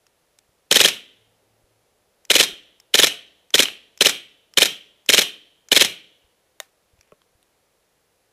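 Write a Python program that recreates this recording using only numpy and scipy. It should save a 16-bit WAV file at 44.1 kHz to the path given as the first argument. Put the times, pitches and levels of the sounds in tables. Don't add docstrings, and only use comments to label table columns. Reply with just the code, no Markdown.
import sys
import numpy as np
from scipy import signal
from scipy.fft import rfft, irfft
from scipy.io import wavfile
from scipy.ndimage import uniform_filter1d

SR = 44100
rng = np.random.default_rng(int(sys.argv[2]) if len(sys.argv) > 2 else 0)


def wrap_up_sound(samples):
    columns = np.atleast_2d(samples).T
    tamed = np.clip(columns, -1, 1)
    steps = np.round(tamed * 32767).astype(np.int16)
    wavfile.write(sys.argv[1], SR, steps)


def invert_db(x):
    u = np.asarray(x, float) / 20
    return 10 ** u


N = 366912


def rms_one(x):
    return x / np.sqrt(np.mean(x ** 2) + 1e-20)


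def at_hz(points, hz, axis=1):
    table = np.array(points)
    return np.interp(np.log(np.maximum(hz, 1)), np.log(table[:, 0]), table[:, axis])


def convolve(x, response):
    return signal.oaconvolve(x, response)[:len(x)]


def high_pass(x, hz):
    return signal.sosfilt(signal.butter(2, hz, "high", fs=SR, output="sos"), x)


def colour(x, spectrum, size=8192):
    log_gain = np.log(invert_db(at_hz(spectrum, np.fft.rfftfreq(size, 1 / SR))))
    cepstrum = irfft(log_gain, size)
    cepstrum[1:size // 2] *= 2
    cepstrum[size // 2 + 1:] = 0
    response = irfft(np.exp(rfft(cepstrum)), size)
    return convolve(x, response / np.sqrt(np.sum(response ** 2)))


def clicks(seconds, db):
    out = np.zeros(N)
    np.add.at(out, np.round(np.asarray(seconds) * SR).astype(int), invert_db(db))
    return out


def fade(rise_ms, t60_ms):
    ms = np.arange(int(SR * .12)) * 1000 / SR
    return (1 - np.exp(-ms / rise_ms)) * invert_db(-60 * ms / t60_ms)


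def ring(x, hz, t60_s):
    radius = invert_db(-60 / (t60_s * SR))
    angle = 2 * np.pi * hz / SR
    return signal.lfilter([0, np.sin(angle)], [1, -2 * radius * np.cos(angle), radius ** 2], x + 1e-18)


def puff(hz, width_ms):
    ms = np.arange(-4 * width_ms, 4 * width_ms, 1000 / SR)
    return np.cos(2 * np.pi * hz * ms / 1000) * np.exp(-.5 * (ms / width_ms) ** 2)


# (frequency [Hz], density [dB per Hz])
AIR_SPECTRUM = [(12, -40.5), (20, -8.5), (64, -3.5), (253, -7), (506, 0), (950, -9), (1240, -39.5),
                (2090, -120)]
# (time [s], level [dB])
AIR_SWELL = [(0.7, 0), (1.3, 2.5), (2.2, 1.5), (6.1, 0.0)]
# (frequency [Hz], density [dB per Hz])
HISS_SPECTRUM = [(590, -30), (1000, -1.5), (3000, -5), (10300, -10.5), (15000, -13.5), (15400, -40.0)]
# (time [s], level [dB])
HUM_GUSTS = [
    (1.2, -72),
    (1.3, -73.5),
    (1.5, -73),
    (1.6, -73),
    (1.76, -71),
]
# (frequency [Hz], level [dB rms])
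WHINE = [(11090, -82)]
AIR_DB, HISS_DB = -70.5, -70
HUM_HZ, HUM_WIDTH_S = 110, 0.049


def background():
    t = np.arange(N) / SR
    air_gain = invert_db(AIR_DB + np.interp(t, *np.transpose(AIR_SWELL)))
    air = air_gain * colour(rng.standard_normal(N), AIR_SPECTRUM, size=32768)
    hiss = invert_db(HISS_DB) * colour(rng.standard_normal(N), HISS_SPECTRUM)
    gusts = sum(invert_db(db) * np.exp(-.5 * ((t - s) / HUM_WIDTH_S) ** 2) for s, db in HUM_GUSTS)
    hum = gusts * np.sin(2 * np.pi * HUM_HZ * t)
    whine = sum(invert_db(db) * np.sin(2 * np.pi * hz * t) for hz, db in WHINE)
    return air + hiss + np.sqrt(2) * (hum + whine)


# (frequency [Hz], density [dB per Hz])
YARD_SPECTRUM = [(59, -54.0), (100, -24.5), (185, -15), (424, -11.5), (1030, -19), (1450, -15.5),
                 (1750, -13.5), (2100, -12), (3120, -1.5), (4000, -9), (4650, -19.0), (5500, -16),
                 (12100, -22.5), (15000, -36)]
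# (frequency [Hz], early t60 [s], late t60 [s])
YARD_T60 = [(200, 0.32, 0.72), (430, 0.29, 0.99), (1000, 0.2, 0.54), (1890, 0.29, .8), (3100, 0.3, .7),
            (4200, 0.25, 0.76), (6000, .25, 0.5), (13000, 0.23, .4)]


def yard(x):
    t = np.arange(SR) / SR
    edges_hz = 100 * 2 ** np.arange(0, 7.6, .5)
    white = rng.standard_normal((2, SR))
    white *= invert_db(3.6 * rng.standard_normal(SR // 100 + 1)).repeat(100)[:SR]
    response = np.zeros(SR)
    for k, (low, high) in enumerate(zip(edges_hz, edges_hz[1:])):
        band_pass = signal.butter(2, [low, high], "band", fs=SR, output="sos")
        band = signal.sosfilt(band_pass, white[k % 2])
        hz = np.sqrt(low * high)
        early_s, late_s = at_hz(YARD_T60, hz), at_hz(YARD_T60, hz, axis=2)
        response += band * (invert_db(-60 * t / early_s) + invert_db(-16.0 - 60 * t / late_s))
    build_up = 1 - np.exp(-(t / 0.022) ** 2)
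    return convolve(x, colour(response * build_up, YARD_SPECTRUM))


# (time [s], level [dB], frequency [Hz])
BUMPS = [
    (0.491, -59, 83.33),
    (1.641, -59, 45.12),
    (2.53, -53, 45),
    (6.248, -58, 60),
    (6.937, -52.5, 75.6),
    (6.955, -62.5, 160),
    (6.992, -55, 69.8),
    (7.125, -46.5, 290),
    (7.13, -49.5, 143),
    (7.355, -55.0, 80),
]


def mount_bumps():
    out = np.zeros(N)
    for when, db, hz in BUMPS:
        out -= convolve(clicks([when - 1.1 / hz], db), puff(hz, 300 / hz))
    return out


def palm_slide(noise):
    drags = convolve(clicks([6.96, 7.03, 7.065], -73.0), fade(15.0, 300))
    return ring(drags * noise, 2600, 0.0018)


# (time [s], bright level [dB], dull level [dB], dull pitch [Hz])
TICKS = [(0.0664, -47, -48, 2900), (0.3873, -43, -36, 3530), (2.2508, -34.5, -55, 2200),
         (2.7999, -36, -56, 2220), (3.5044, -36.5, -50, 2400), (3.9752, -33.5, -47.5, 3700),
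         (3.989, -48, -64, 3100), (4.5375, -37, -48.5, 2400), (5.0614, -37, -48.0, 2520),
         (5.686, -35, -45, 2600), (6.6296, -52, -50.5, 1600), (6.99, -64.5, -54, 2600),
         (7.01, -46, -41.5, 2340), (7.03, -66.0, -55, 2400), (7.075, -66.0, -57.0, 2300),
         (7.2174, -64.5, -42.5, 1440), (7.4275, -64, -46, 3800)]
# (frequency [Hz], level [dB], t60 [s])
TRIGGER_MODES = [(3200, -8, .005), (5500, 0, .005), (6140, -2.5, .005), (7100, -1, .005),
                 (9040, -9.5, 0.0025), (11600, -11.5, .004)]


def trigger_ticks(noise):
    s, bright_db, dull_db, dull_hz = np.transpose(TICKS)
    scratch = convolve(clicks(s, bright_db), fade(.3, 14.0)) * noise
    out = sum(invert_db(db - 16.0) * ring(scratch, hz, t60_s) for hz, db, t60_s in TRIGGER_MODES)
    for when, db, hz in zip(s, dull_db, dull_hz):
        scratch = convolve(clicks([when], db), fade(0.41, 9.8)) * noise
        out += invert_db(-11.5) * ring(scratch, hz, 0.0037)
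        out += invert_db(-18.0) * ring(scratch, hz * 2.3, .004)
        out += invert_db(-22.0) * ring(scratch, hz * 2.5, .004)
    return out


# (time [s], peak level [dB])
STRIKES = [
    (0.9004, -19),
    (0.9111, -24),
    (2.461, -15),
    (2.583, -29),
    (3.0982, -14),
    (3.107, -15),
    (3.6554, -2),
    (3.684, -7.5),
    (4.6852, -29),
    (4.6947, -30),
]


def pellet_strikes(noise):
    hits = convolve(clicks(*np.transpose(STRIKES)), fade(0.67, 12.0))
    return invert_db(-17.0) * ring(hits * noise, 3050, .006)


# (time [s], level [dB])
SNAP = [
    (6.6014, -12.5),
]
# (frequency [Hz], level [dB], t60 [s])
SNAP_MODES = [(625, -5.5, 0.023), (780, -23, 0.096), (915, -9, 0.0064), (1870, -4, 0.013),
              (1800, -26.5, 0.12), (2900, -9, 0.0097), (3700, -0.5, 0.0099), (3800, -30, 0.1),
              (5900, -8.5, 0.01), (7050, -7.5, 0.0074)]
# (time [s], level [dB])
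KNOCK = [
    (7.12, -31.5),
]
# (frequency [Hz], level [dB], t60 [s])
KNOCK_MODES = [(425, 0, 0.091), (600, -2.5, 0.09), (1100, -7.5, 0.074), (1330, -9, 0.055),
               (2000, -11, 0.016), (2530, -8, 0.0244), (3100, -14, .015)]


def snap_and_knock(noise):
    out = np.zeros(N)
    for hits, modes, crack_db, damping in ((SNAP, SNAP_MODES, -7.0, 1), (KNOCK, KNOCK_MODES, -21.0, .6)):
        blow = clicks(*np.transpose(hits))
        for k, (hz, db, t60_s) in enumerate(modes):
            out += invert_db(db - 8.0) * (-1) ** k * ring(blow, hz, damping * t60_s)
        out += invert_db(crack_db) * convolve(blow, fade(.1, 9.0)) * noise
        near_walls = convolve(blow, fade(1.9, 210)) * noise
        out += invert_db(crack_db - 29.5) * colour(near_walls, HISS_SPECTRUM)
    return out


def small_sounds():
    noise = high_pass(rng.standard_normal(N), 700)
    contacts = trigger_ticks(noise) + pellet_strikes(noise) + snap_and_knock(noise) + palm_slide(noise)
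    return high_pass(high_pass(contacts, 400), 380) + mount_bumps()


# (muzzle pop [s], squeal start [Hz], bolt home after pop [ms], latch level [dB])
SHOTS = [(0.7194, 3504, 30.9, -11.5), (0.7655, 3463, 28.0, -19), (0.8099, 3565, 28.1, -16.5),
         (0.8545, 2980, 29.0, -13), (2.3088, 3353, 31.8, -16), (2.3608, 3006, 28.9, -11.5),
         (2.4059, 3227, 28.6, -10), (2.9483, 3310, 32.2, -16.5), (2.9957, 3070, 28.3, -13),
         (3.0399, 3930, 28.9, -17), (3.5483, 3650, 32.2, -19), (3.5992, 3156, 30.7, -10),
         (4.0159, 3370, 32.0, -24.5), (4.0649, 3320, 28.2, -18), (4.5806, 3380, 29.2, -19),
         (4.6262, 2988, 29.2, -17.5), (5.097, 3150, 31.4, -13), (5.1424, 3220, 29.3, -17.5),
         (5.1874, 3220, 29.7, -13.5), (5.7243, 3000, 30.5, -17.5), (5.7705, 3490, 32.4, -14),
         (5.8175, 3126, 29.1, -22)]
BURST_GAP_S = .2
VALVE_LEAD_MS, LEAD_GROWTH_MS = 6.8, .25
SQUEAL_MS, SQUEAL_GROWTH_MS = 3.1, 0.51
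SQUEAL_REST_HZ, SQUEAL_KEEPS = 3033, 0.22
STOP_MS, STIFF_MS = 3.5, 1.5
WARM_FROM_S = 4.3
LATCH_BEFORE_HOME_MS = 7.2


def cycle():
    pop, start_hz, home_ms, _ = np.transpose(SHOTS)
    first = np.diff(pop, prepend=0) > BURST_GAP_S
    count = np.arange(len(pop))
    place = count - np.maximum.accumulate(count * first)
    lead_ms = VALVE_LEAD_MS + LEAD_GROWTH_MS * place
    squeal_ms = SQUEAL_MS + SQUEAL_GROWTH_MS * place
    end_hz = SQUEAL_REST_HZ + SQUEAL_KEEPS * (start_hz - SQUEAL_REST_HZ)
    stop_ms = STOP_MS + STIFF_MS * first * (pop < WARM_FROM_S)
    home = pop + home_ms / 1000
    latch = home - LATCH_BEFORE_HOME_MS / 1000
    return pop, lead_ms, squeal_ms, start_hz, end_hz, stop_ms, latch, home


# (frequency [Hz], level [dB], t60 [s])
BARREL_MODES = [(2620, -3, 0.25), (2767, -12.5, 0.18), (2700, -1, 0.13), (2950, -4, 0.53),
                (3110, -2.5, 0.88), (3200, -4, 0.61), (3750, -13, 0.39)]


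def barrel(level_db=-47.5, detune=0.039):
    out = np.zeros(N)
    chance = rng.standard_normal((len(SHOTS), 2, len(BARREL_MODES)))
    t = np.arange(SR) / SR
    for home, (strength, shift) in zip(cycle()[-1], chance):
        at = round(home * SR)
        for (hz, db, t60_s), a, b in zip(BARREL_MODES, strength, shift):
            decay = invert_db(level_db + db + 3.4 * a - 60 * t / (0.95 * t60_s))
            out[at:at + SR] += decay * np.sin(2 * np.pi * hz * (1 + detune * b) * t)
    return out


# (frequency [Hz], density [dB per Hz])
METAL_SPECTRUM = [(88, -42.5), (150, -14.5), (589, -12), (1140, -17), (2450, -1), (2760, -9), (3040, -3.5),
                  (4160, -2), (4670, -14), (5050, -5), (10200, -15), (12900, -16.5), (16000, -35.5)]
HOME_DB, LAST_HOME_DB = -13, -13


def rattle(grain_db=4.0):
    pop, lead_ms, *_, stop_ms, latch, home = cycle()
    valve = pop - lead_ms / 1000
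    stop = pop + stop_ms / 1000
    latch_db = np.array(SHOTS)[:, -1]
    ends_burst = np.diff(pop, append=N) > BURST_GAP_S
    home_db = np.where(ends_burst, LAST_HOME_DB, HOME_DB)
    # (time [s], level [dB], rise [ms], t60 [ms])
    contacts = [(valve - .011, -41.0, 8.0, 200),
                (valve - .0035, -19.0, 1.2, 40),
                (valve, -5.0, .3, 22),
                (pop - .0012, -14.0, .3, 30),
                (pop + .0009, -14.0, .3, 8),
                (stop + 0.0011, -6.0, .15, 8),
                (stop, -7.0, .2, 17),
                (stop + 0.0039, -16.0, .5, 26),
                (pop + 0.011, -29.0, 6.0, 200),
                (latch, latch_db, .6, 22),
                (home, home_db, .3, 50)]
    shake = sum(convolve(clicks(s, db), fade(rise_ms, t60_ms)) for s, db, rise_ms, t60_ms in contacts)
    grains = rms_one(rng.standard_normal(N) * invert_db(grain_db * rng.standard_normal(N)))
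    return colour(shake * grains, METAL_SPECTRUM)


def squeal(level_db=0.0, wander=.09, flutter_db=2.5, rise_ms=0.31, end_ms=0.84):
    out = np.zeros(N)
    chance = rng.standard_normal((len(SHOTS), 400))
    ms = np.arange(400) * 1000 / SR
    pops, leads_ms, lengths_ms, starts_hz, ends_hz, stops_ms, _, _ = cycle()
    for pop, lead, length, start_hz, end_hz, draw in zip(pops, leads_ms, lengths_ms, starts_hz, ends_hz, chance):
        hz = np.interp(ms, [length / 4, length * .75], [start_hz, end_hz])
        hz = hz * (1 + wander * rms_one(uniform_filter1d(draw, size=16)))
        phase = 2 * np.pi * np.cumsum(hz) / SR + 3 * draw[0]
        opening = 1 / (1 + np.exp((1.1 - ms) / rise_ms))
        closing = 1 / (1 + np.exp((ms - length - 1.2) / end_ms))
        flutter = invert_db(flutter_db * rms_one(uniform_filter1d(draw[::-1], size=30)))
        at = round((pop - (lead + 1) / 1000) * SR)
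        out[at:at + 400] += invert_db(level_db) * opening * closing * flutter * np.sin(phase)
    valve = clicks(pops - (leads_ms - .3) / 1000, -3.0)
    out += ring(valve, 4050, 0.007)
    stop = clicks(pops + (stops_ms + .2) / 1000, 3.5 + 0.62 * chance[:, 1])
    out += ring(stop, 3700, 0.006)
    out += invert_db(-0.5) * ring(stop, 6600, 0.0034)
    out += invert_db(-10.0) * ring(stop, 1800, 0.015)
    return out


# (delay [ms], level [dB], sign)
POP_ECHOES = [
    (7.4, -17, 0.99),
    (9.6, -19.0, 1),
    (14.9, -19, 1),
    (22.4, -19.5, -1),
]


def muzzle():
    pops = np.array(SHOTS)[:, 0] - .0008
    low = convolve(clicks(pops - .0043, -11.5), puff(465, 1.35))
    edges = clicks(pops, -10.5) - clicks(pops - .001, -13.0) - clicks(pops + 0.00093, -13.0)
    crest = convolve(edges, puff(1700, .2))
    echoes = sum(sign * invert_db(db) * np.roll(low, round(ms * SR / 1000)) for ms, db, sign in POP_ECHOES)
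    return low + crest + echoes


def scene():
    gun = high_pass(squeal() + muzzle() + rattle() + barrel(), 150)
    blows = clicks(np.array(SHOTS)[:, 0] - .005, -52.0) + clicks(cycle()[-1], -56.5)
    blows = convolve(blows, fade(1.5, 110)) * rng.standard_normal(N)
    return (gun + small_sounds() + yard(blows) + background())[None]


def band_limit(x):
    return signal.sosfilt(signal.butter(12, 16460, fs=SR, output="sos"), x)


OVERLOAD, CUTOFF_HZ = .61, 16700


def record(dry):
    flat = dry / (1 + np.abs(dry / OVERLOAD) ** 6) ** (1 / 6)
    flat = dry + high_pass(flat - dry, 70)
    low_pass = signal.cheby2(10, 60, CUTOFF_HZ, fs=SR, output="sos")
    return band_limit(signal.sosfilt(low_pass, flat))


dry = scene()
out = record(dry)
wrap_up_sound(out)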